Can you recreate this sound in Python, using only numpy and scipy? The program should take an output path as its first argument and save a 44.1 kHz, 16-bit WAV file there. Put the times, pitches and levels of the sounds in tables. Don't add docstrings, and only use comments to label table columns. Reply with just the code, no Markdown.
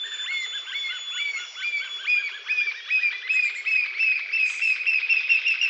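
import sys
import numpy as np
from scipy import signal
from scipy.io import wavfile

SR = 44100
rng = np.random.default_rng(int(sys.argv[2]) if len(sys.argv) > 2 else 0)


def to_wav(s):
    ch = np.atleast_2d(s).T
    pcm = np.round(np.clip(ch, -1, 1) * 32767)
    wavfile.write(sys.argv[1], SR, pcm.astype(np.int16))


N = 250929

# frequency_hz, relative_db
HISS_SPECTRUM = [(330, -40), (400, -5.5), (800, -14.5), (1300, -3.5), (2000, -3.5), (3000, 2), (4000, -8),
                 (5200, -8.5), (6000, -28), (7000, -69.5)]
# centre_hz, t60_s, relative_db
ECHO_BANDS = [(750, 0.1, -8), (1380, 0.22, 5.5), (2470, 0.62, 4), (4800, 0.35, 5), (4500, 0.93, 6),
              (7540, 0.062, -10)]
# start_s, length_s, centre_hz, width_hz, strokes_per_s, level_db
INSECT_BUZZES = [(0.72, 0.21, 5400, 915, 140, -56), (1.22, 0.52, 5560, 900, 130, -51.5),
                 (1.75, .4, 5270, 900, 160, -62), (2.05, 0.85, 405, 40, 12, -64),
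                 (2.4, 0.45, 5500, 970, 160, -54.5), (3.312, .065, 7320, 695, 340, -48),
                 (3.425, 0.07, 7330, 660, 370, -47.5), (3.545, 0.07, 7300, 680, 200, -48),
                 (3.66, 0.15, 7300, 680, 200, -62), (4.44, 0.17, 7450, 3000, 230, -42),
                 (4.54, 0.23, 7500, 2200, 110, -51), (4.95, .73, 3300, 900, 60, -44)]

# start_s, length_s
CICADA_PHRASES = [(-0.2, 2.89), (2.781, 0.29), (3.085, 0.39)]
# time_s, pitch_hz
CICADA_PITCH = [(0, 3503), (.25, 3498), (.56, 3474), (.8, 3456), (1.0, 3435), (1.3, 3432), (1.85, 3416),
                (2.0, 3400), (2.25, 3370), (2.7, 3345), (2.79, 3425), (3.05, 3415), (3.12, 3470),
                (3.5, 3440)]
# time_s, tone_db, octave_db
CICADA_LEVELS = [(0.0, -29.5, -60), (0.12, -33, -50), (0.299, -35, -52.5), (0.499, -32, -47.5),
                 (0.58, -34, -53), (0.66, -43.5, -58.5), (0.779, -30.5, -52), (0.899, -33, -62),
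                 (1.02, -36.5, -43.5), (1.08, -32.5, -58.5), (1.16, -32, -45), (1.27, -36.5, -53.5),
                 (1.38, -38, -47), (1.5, -40, -57.5), (1.87, -39, -59.5), (1.94, -32, -55.5),
                 (2.05, -41.5, -58.5), (2.45, -47, -69), (2.84, -39, -81), (3.051, -63, -85),
                 (3.127, -41.5, -111), (3.499, -58, -81)]
# time_s, depth_db, width_ms
CICADA_DIPS = [(0.085, 6.5, 52), (0.172, 19, 12), (0.315, 21, 26), (0.43, 5, 16), (0.735, 21, 13),
               (0.94, 10.5, 26), (1.355, 28, 53), (1.465, 14, 14), (1.535, 34, 20), (1.705, 10, 17),
               (1.88, 10, 28), (2.025, 21, 14), (2.54, 24, 40)]

FAR_STARTS = [0.026, 0.106, 0.184, 0.297, 0.505, 0.65, 0.865, 1.095, 1.337, 1.544, 1.779, 1.964, 2.138,
              2.299, 2.44, 2.587, 2.726, 2.849, 2.977, 3.095, 3.21, 3.324, 3.436, 3.539, 3.643, 3.742,
              3.838, 3.931, 4.02, 4.111, 4.195, 4.284, 4.368, 4.456, 4.532, 4.613, 4.695, 4.774, 4.855,
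              4.931, 5.007, 5.081, 5.154, 5.225, 5.296, 5.364, 5.433, 5.504, 5.573, 5.647]
# time_s, length_s, closing_pitch_hz, rise_ms, fall_ms, level_db
FAR_SONG = [(0.016, 0.053, 1960, 9.2, 6.9, -28.5), (0.206, 0.048, 1962, 8.5, 12.3, -28.5),
            (0.296, 0.035, 1730, 8.5, 6.5, -26.5), (0.506, 0.088, 1847, 21.8, 12, -34),
            (0.655, 0.12, 1711, 13, 22, -33.5), (0.871, 0.13, 1550, 18.4, 11.3, -33),
            (1.335, 0.13, 1502, 16.5, 13.9, -35), (1.551, 0.13, 1660, 20.8, 21.3, -34.5),
            (2.144, 0.095, 1743, 20.5, 9.5, -36), (2.578, 0.092, 1858, 15, 6.5, -37.5),
            (2.851, 0.078, 1999, 14, 3.8, -38.5), (2.987, 0.071, 2034, 14.9, 3.4, -36),
            (3.449, 0.077, 2200, 11.6, 3, -37.5), (3.84, 0.074, 2338, 10.9, 2.5, -35.5),
            (4.464, 0.067, 2493, 6.13, 2.84, -31), (5.642, 0.056, 2663, 6.27, 4.75, -29.5)]
# multiple, level_db
FAR_PARTIALS = [(1, 0), (2, -9.5), (3, -35.5)]
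# frequency_hz, gain_db
FAR_THROAT = [(800, -16), (1480, -7), (1750, 0), (2200, 4), (3000, 5), (4500, -6.5), (8000, -18)]
# time_s, gain_db
FAR_DIRECT = [(0.2, -14), (0.5, -3), (2.0, -2), (3.7, -1), (4.6, -6)]

# start_s, length_s, opening_pitch_hz, level_db
NEAR_SONG = [(0.257, 0.208, 2233, -16), (0.713, 0.22, 2280, -17), (1.161, 0.24, 2357, -17),
             (1.607, 0.24, 2441, -17), (2.053, 0.24, 2512, -13.5), (2.475, 0.243, 2553, -14),
             (2.889, 0.238, 2593, -14.5), (3.277, 0.222, 2633, -15.5), (3.65, 0.213, 2673, -16.5),
             (3.98, 0.212, 2713, -16.5), (4.314, 0.186, 2733, -17), (4.602, 0.161, 2761, -16.5),
             (4.856, 0.146, 2788, -16), (5.085, 0.12, 2810, -17.5), (5.284, 0.105, 2850, -18.5),
             (5.455, 0.088, 2887, -18.5), (5.603, 0.075, 2940, -21)]
# multiple, level_db
NEAR_PARTIALS = [(1, 0), (2, -8), (3, -21)]
# frequency_hz, gain_db
NEAR_THROAT = [(800, -22), (1500, -16), (2200, -12.5), (2900, 1.5), (3800, -23), (5000, -22.5),
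               (5800, -9.5), (6300, -44), (7300, -33), (7900, -30)]
# share_of_length, gain_db
NEAR_SHAPE = [(.1, -2), (.25, -0.5), (.5, 0.5), (.75, 1.5), (.9, -1.5), (1, -10)]
# time_s, exponent
NEAR_TILT = [(0, .8), (2.5, .4), (4.5, -.3)]
# time_s, spread_db
NEAR_FLUTTER = [(0, 1.3), (3.5, 1.5), (5.2, 2.6)]
# time_s, depth_db, width_ms
NEAR_DIPS = [(0.402, 7, 31), (0.814, 21, 37), (0.889, 8.5, 15), (1.241, 10, 18), (1.324, 27.5, 17),
             (1.717, 9, 34), (1.825, 8, 21), (2.219, 23, 29.6), (2.251, 5.5, 19), (2.554, 17, 30),
             (2.653, 14, 29.5), (3.009, 20.5, 26), (3.102, 13, 17.5), (3.335, 8, 13), (3.419, 15, 12),
             (3.702, 10.5, 20), (3.816, 18, 7.8), (4.055, 11, 16), (4.146, 17, 17), (4.385, 24.5, 11),
             (4.475, 20, 5.5), (4.675, 4.5, 30), (4.744, 6, 30), (4.931, 6.5, 42), (5.157, 14, 8.7),
             (5.493, 5, 8.2)]

TIME_S = np.arange(N) / SR


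def from_db(db):
    return 10 ** (np.asarray(db) / 20)


def rms_one(x):
    return x / np.sqrt(np.mean(x ** 2) + 1e-20)


def along(points, x):
    return np.interp(x, *np.transpose(points))


def at_hz(points, hz):
    points_hz, points_db = np.transpose(points)
    return np.interp(np.log(hz), np.log(points_hz), points_db)


def bandpass(x, order, low_hz, high_hz):
    return signal.sosfilt(signal.butter(order, [low_hz, high_hz], "band", fs=SR, output="sos"), x)


def drift(rate_hz):
    pole = np.exp(-80 * np.pi * rate_hz / SR)
    slow = signal.lfilter([1], [1, -2 * pole, pole * pole], rng.standard_normal(N // 40 + 2002))[2000:]
    return np.interp(np.arange(N) / 40, np.arange(len(slow)), rms_one(slow))


def dips(rows):
    return from_db(-sum(depth_db * 0.5 ** ((2000 * (TIME_S - time_s) / width_ms) ** 2)
                        for time_s, depth_db, width_ms in rows))


def forest_hiss(level_db=-46.5, waver_db=3.2, top_hz=6720):
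    edges_hz = 280 * 2 ** np.arange(0, 5, 1 / 3)
    out, white = 0, rng.standard_normal((2, N))
    for k, (low, high) in enumerate(zip(edges_hz, edges_hz[1:])):
        band_db = at_hz(HISS_SPECTRUM, np.sqrt(low * high)) + waver_db * drift(10)
        out = out + from_db(band_db) * bandpass(white[k % 2], 2, low, high)
    dull = signal.sosfilt(signal.butter(10, top_hz, fs=SR, output="sos"), out)
    return from_db(level_db) * rms_one(dull)


def tree_echoes(source, build_ms, twigs_db, twigs_ms):
    t, tail = np.arange(SR) / SR, 0
    for hz, t60_s, relative_db in ECHO_BANDS:
        band = bandpass(rng.standard_normal(SR), 1, hz / 1.3, hz * 1.3) / np.sqrt(hz)
        tail = tail + band * from_db(relative_db - 60 * t / t60_s)
    trunks = 1 - np.exp(-1000 * t / build_ms)
    twigs = from_db(twigs_db) * np.exp(-1000 * t / twigs_ms)
    tail = tail * (trunks + twigs)
    return signal.fftconvolve(source, tail / np.sqrt(5 * np.sum(tail ** 2)))[:N]


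def insect_buzzes():
    out = np.zeros(N)
    for start, length, hz, width_hz, strokes_per_s, level_db in INSECT_BUZZES:
        t = np.arange(round(length * SR)) / SR
        strokes = (.5 + .5 * np.cos(2 * np.pi * strokes_per_s * t)) * rng.standard_normal(len(t))
        buzz = rms_one(bandpass(strokes, 4, hz - width_hz / 2, hz + width_hz / 2))
        first = round(start * SR)
        out[first:first + len(t)] += from_db(level_db) * buzz * np.sin(np.pi * t / length)
    return out


def cicada(scoop_hz=646, scoop_ms=28, fade_s=0.056):
    hz, gate = np.zeros(N), np.zeros(N)
    for start, length in CICADA_PHRASES:
        now = (TIME_S >= start) & (TIME_S - start < length)
        since = TIME_S[now] - start
        hz[now] = along(CICADA_PITCH, TIME_S[now]) - scoop_hz * np.exp(-1000 * since / scoop_ms)
        gate[now] = np.clip(np.minimum(since, length - since) / fade_s, 0, 1)
    phase = 2 * np.pi * np.cumsum(hz + 2.7 * drift(28)) / SR
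    when, tone_db, octave_db = np.transpose(CICADA_LEVELS)
    tone = from_db(np.interp(TIME_S, when, tone_db) + 2.2 * drift(23)) * np.sin(phase)
    octave = from_db(np.interp(TIME_S, when, octave_db) + 3.5 * drift(33)) * np.sin(2 * phase)
    return np.sqrt(2) * gate * (dips(CICADA_DIPS) * tone + octave)


def whistles(notes, partials, throat, shape, tilt, slur, knee, slur_db, close_db,
             fade_in_ms, waver, flutter_db):
    unsteady = 1 + waver * drift(82)
    flutter = [from_db(flutter_db * min(k, 2) * drift(140)) for k, _ in partials]
    out = np.zeros(N)
    for start, length, opening_hz, closing_hz, rise_ms, fall_ms, level_db, bend in notes:
        rise, fall = rise_ms / 1000, fall_ms / 1000
        before, after = 1.2 * rise, 2.3 * fall
        at = np.arange(max(round((start - before) * SR), 0), min(round((start + length + after) * SR), N))
        t = at / SR - start
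        left = length - t
        up = np.where(t > 0, 1 - slur * np.exp(-(np.abs(t) / rise) ** knee),
                      (1 - slur) * np.exp(t / (7.0 * rise)))
        down = np.where(left > 0, 1 - slur * np.exp(-left / fall),
                        (1 - slur) * np.exp(left / (5.7 * fall)))
        glide_hz = opening_hz + (closing_hz - opening_hz) * np.clip(t / length, 0, 1) ** bend
        hz = glide_hz * up * down * unsteady[at]
        phase = 2 * np.pi * np.cumsum(hz) / SR
        fades = np.clip(1000 * np.minimum((t + before) / fade_in_ms, (left + after) / 1.8), 0, 1)
        gain = np.sqrt(2) * from_db(level_db + along(shape, t / length)) * fades
        drop_db = close_db * (1 - down) / slur
        for (k, partial_db), shake in zip(partials, flutter):
            weak_db = slur_db * (1 - up) / slur / k ** along(tilt, start)
            weight = from_db(partial_db + at_hz(throat, k * hz) + weak_db + drop_db)
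            out[at] += gain * shake[at] * weight * np.sin(k * phase)
    return out


def far_bird(climb=0.03608):
    when, *columns = np.transpose(FAR_SONG)
    length, hz, rise_ms, fall_ms, level_db = [np.interp(FAR_STARTS, when, c) for c in columns]
    bend = np.ones(len(hz))
    notes = zip(FAR_STARTS, length, hz * (1 - climb), hz, rise_ms, fall_ms, level_db, bend)
    return whistles(notes, FAR_PARTIALS, FAR_THROAT, shape=[(0, 0.0072)], tilt=[(0, 1.0)],
                    slur=0.6, knee=1.0, slur_db=-12.0, close_db=-11.0,
                    fade_in_ms=14, waver=0.004, flutter_db=2.0)


def closing_rasps(early_ms=5, swell_ms=6):
    swell = np.zeros(N)
    for start, length, _, note_db in NEAR_SONG:
        age = np.maximum(1000 * (TIME_S - start - length) + early_ms, 0) / swell_ms
        rasp_db = note_db - 28 + 1.9 * start
        swell += from_db(rasp_db) * age * np.exp(1 - age)
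    return swell * rms_one(bandpass(rng.standard_normal(N), 4, low_hz=1300, high_hz=4000))


def near_bird():
    notes = []
    for start, length, hz, level_db in NEAR_SONG:
        sag = 0.1 + 0.003805 * start
        rise_ms, fall_ms = 20 - 2.7 * start, 3.8
        bend = 1.75 - 0.17 * start
        notes.append((start, length, hz, hz * (1 - sag), rise_ms, fall_ms, level_db, bend))
    voice = whistles(notes, NEAR_PARTIALS, NEAR_THROAT, shape=NEAR_SHAPE, tilt=NEAR_TILT,
                     slur=0.5, knee=1.25, slur_db=-11.5, close_db=-7,
                     fade_in_ms=9, waver=0.0022, flutter_db=along(NEAR_FLUTTER, TIME_S))
    return dips(NEAR_DIPS) * voice


def scene():
    near, far = near_bird(), far_bird()
    near = near + closing_rasps()
    insects, bed = insect_buzzes(), forest_hiss()
    echoes = from_db(-6) * tree_echoes(near, build_ms=5.0, twigs_db=2.0, twigs_ms=6.0)
    echoes += from_db(-3.5) * tree_echoes(far, build_ms=15.0, twigs_db=6.0, twigs_ms=7.0)
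    echoes += from_db(-2) * tree_echoes(insects, build_ms=3.0, twigs_db=-1.0, twigs_ms=58.0)
    through_leaves = from_db(along(FAR_DIRECT, TIME_S))
    return (bed + echoes + insects + cicada() + through_leaves * far + near)[None]


def record(dry):
    low_cut = signal.cheby2(10, 60, 255, "high", fs=SR, output="sos")
    top_cut = signal.cheby2(12, 60, 9328, fs=SR, output="sos")
    return signal.sosfilt(top_cut, signal.sosfilt(low_cut, dry))


dry = scene()
out = record(dry)
to_wav(out)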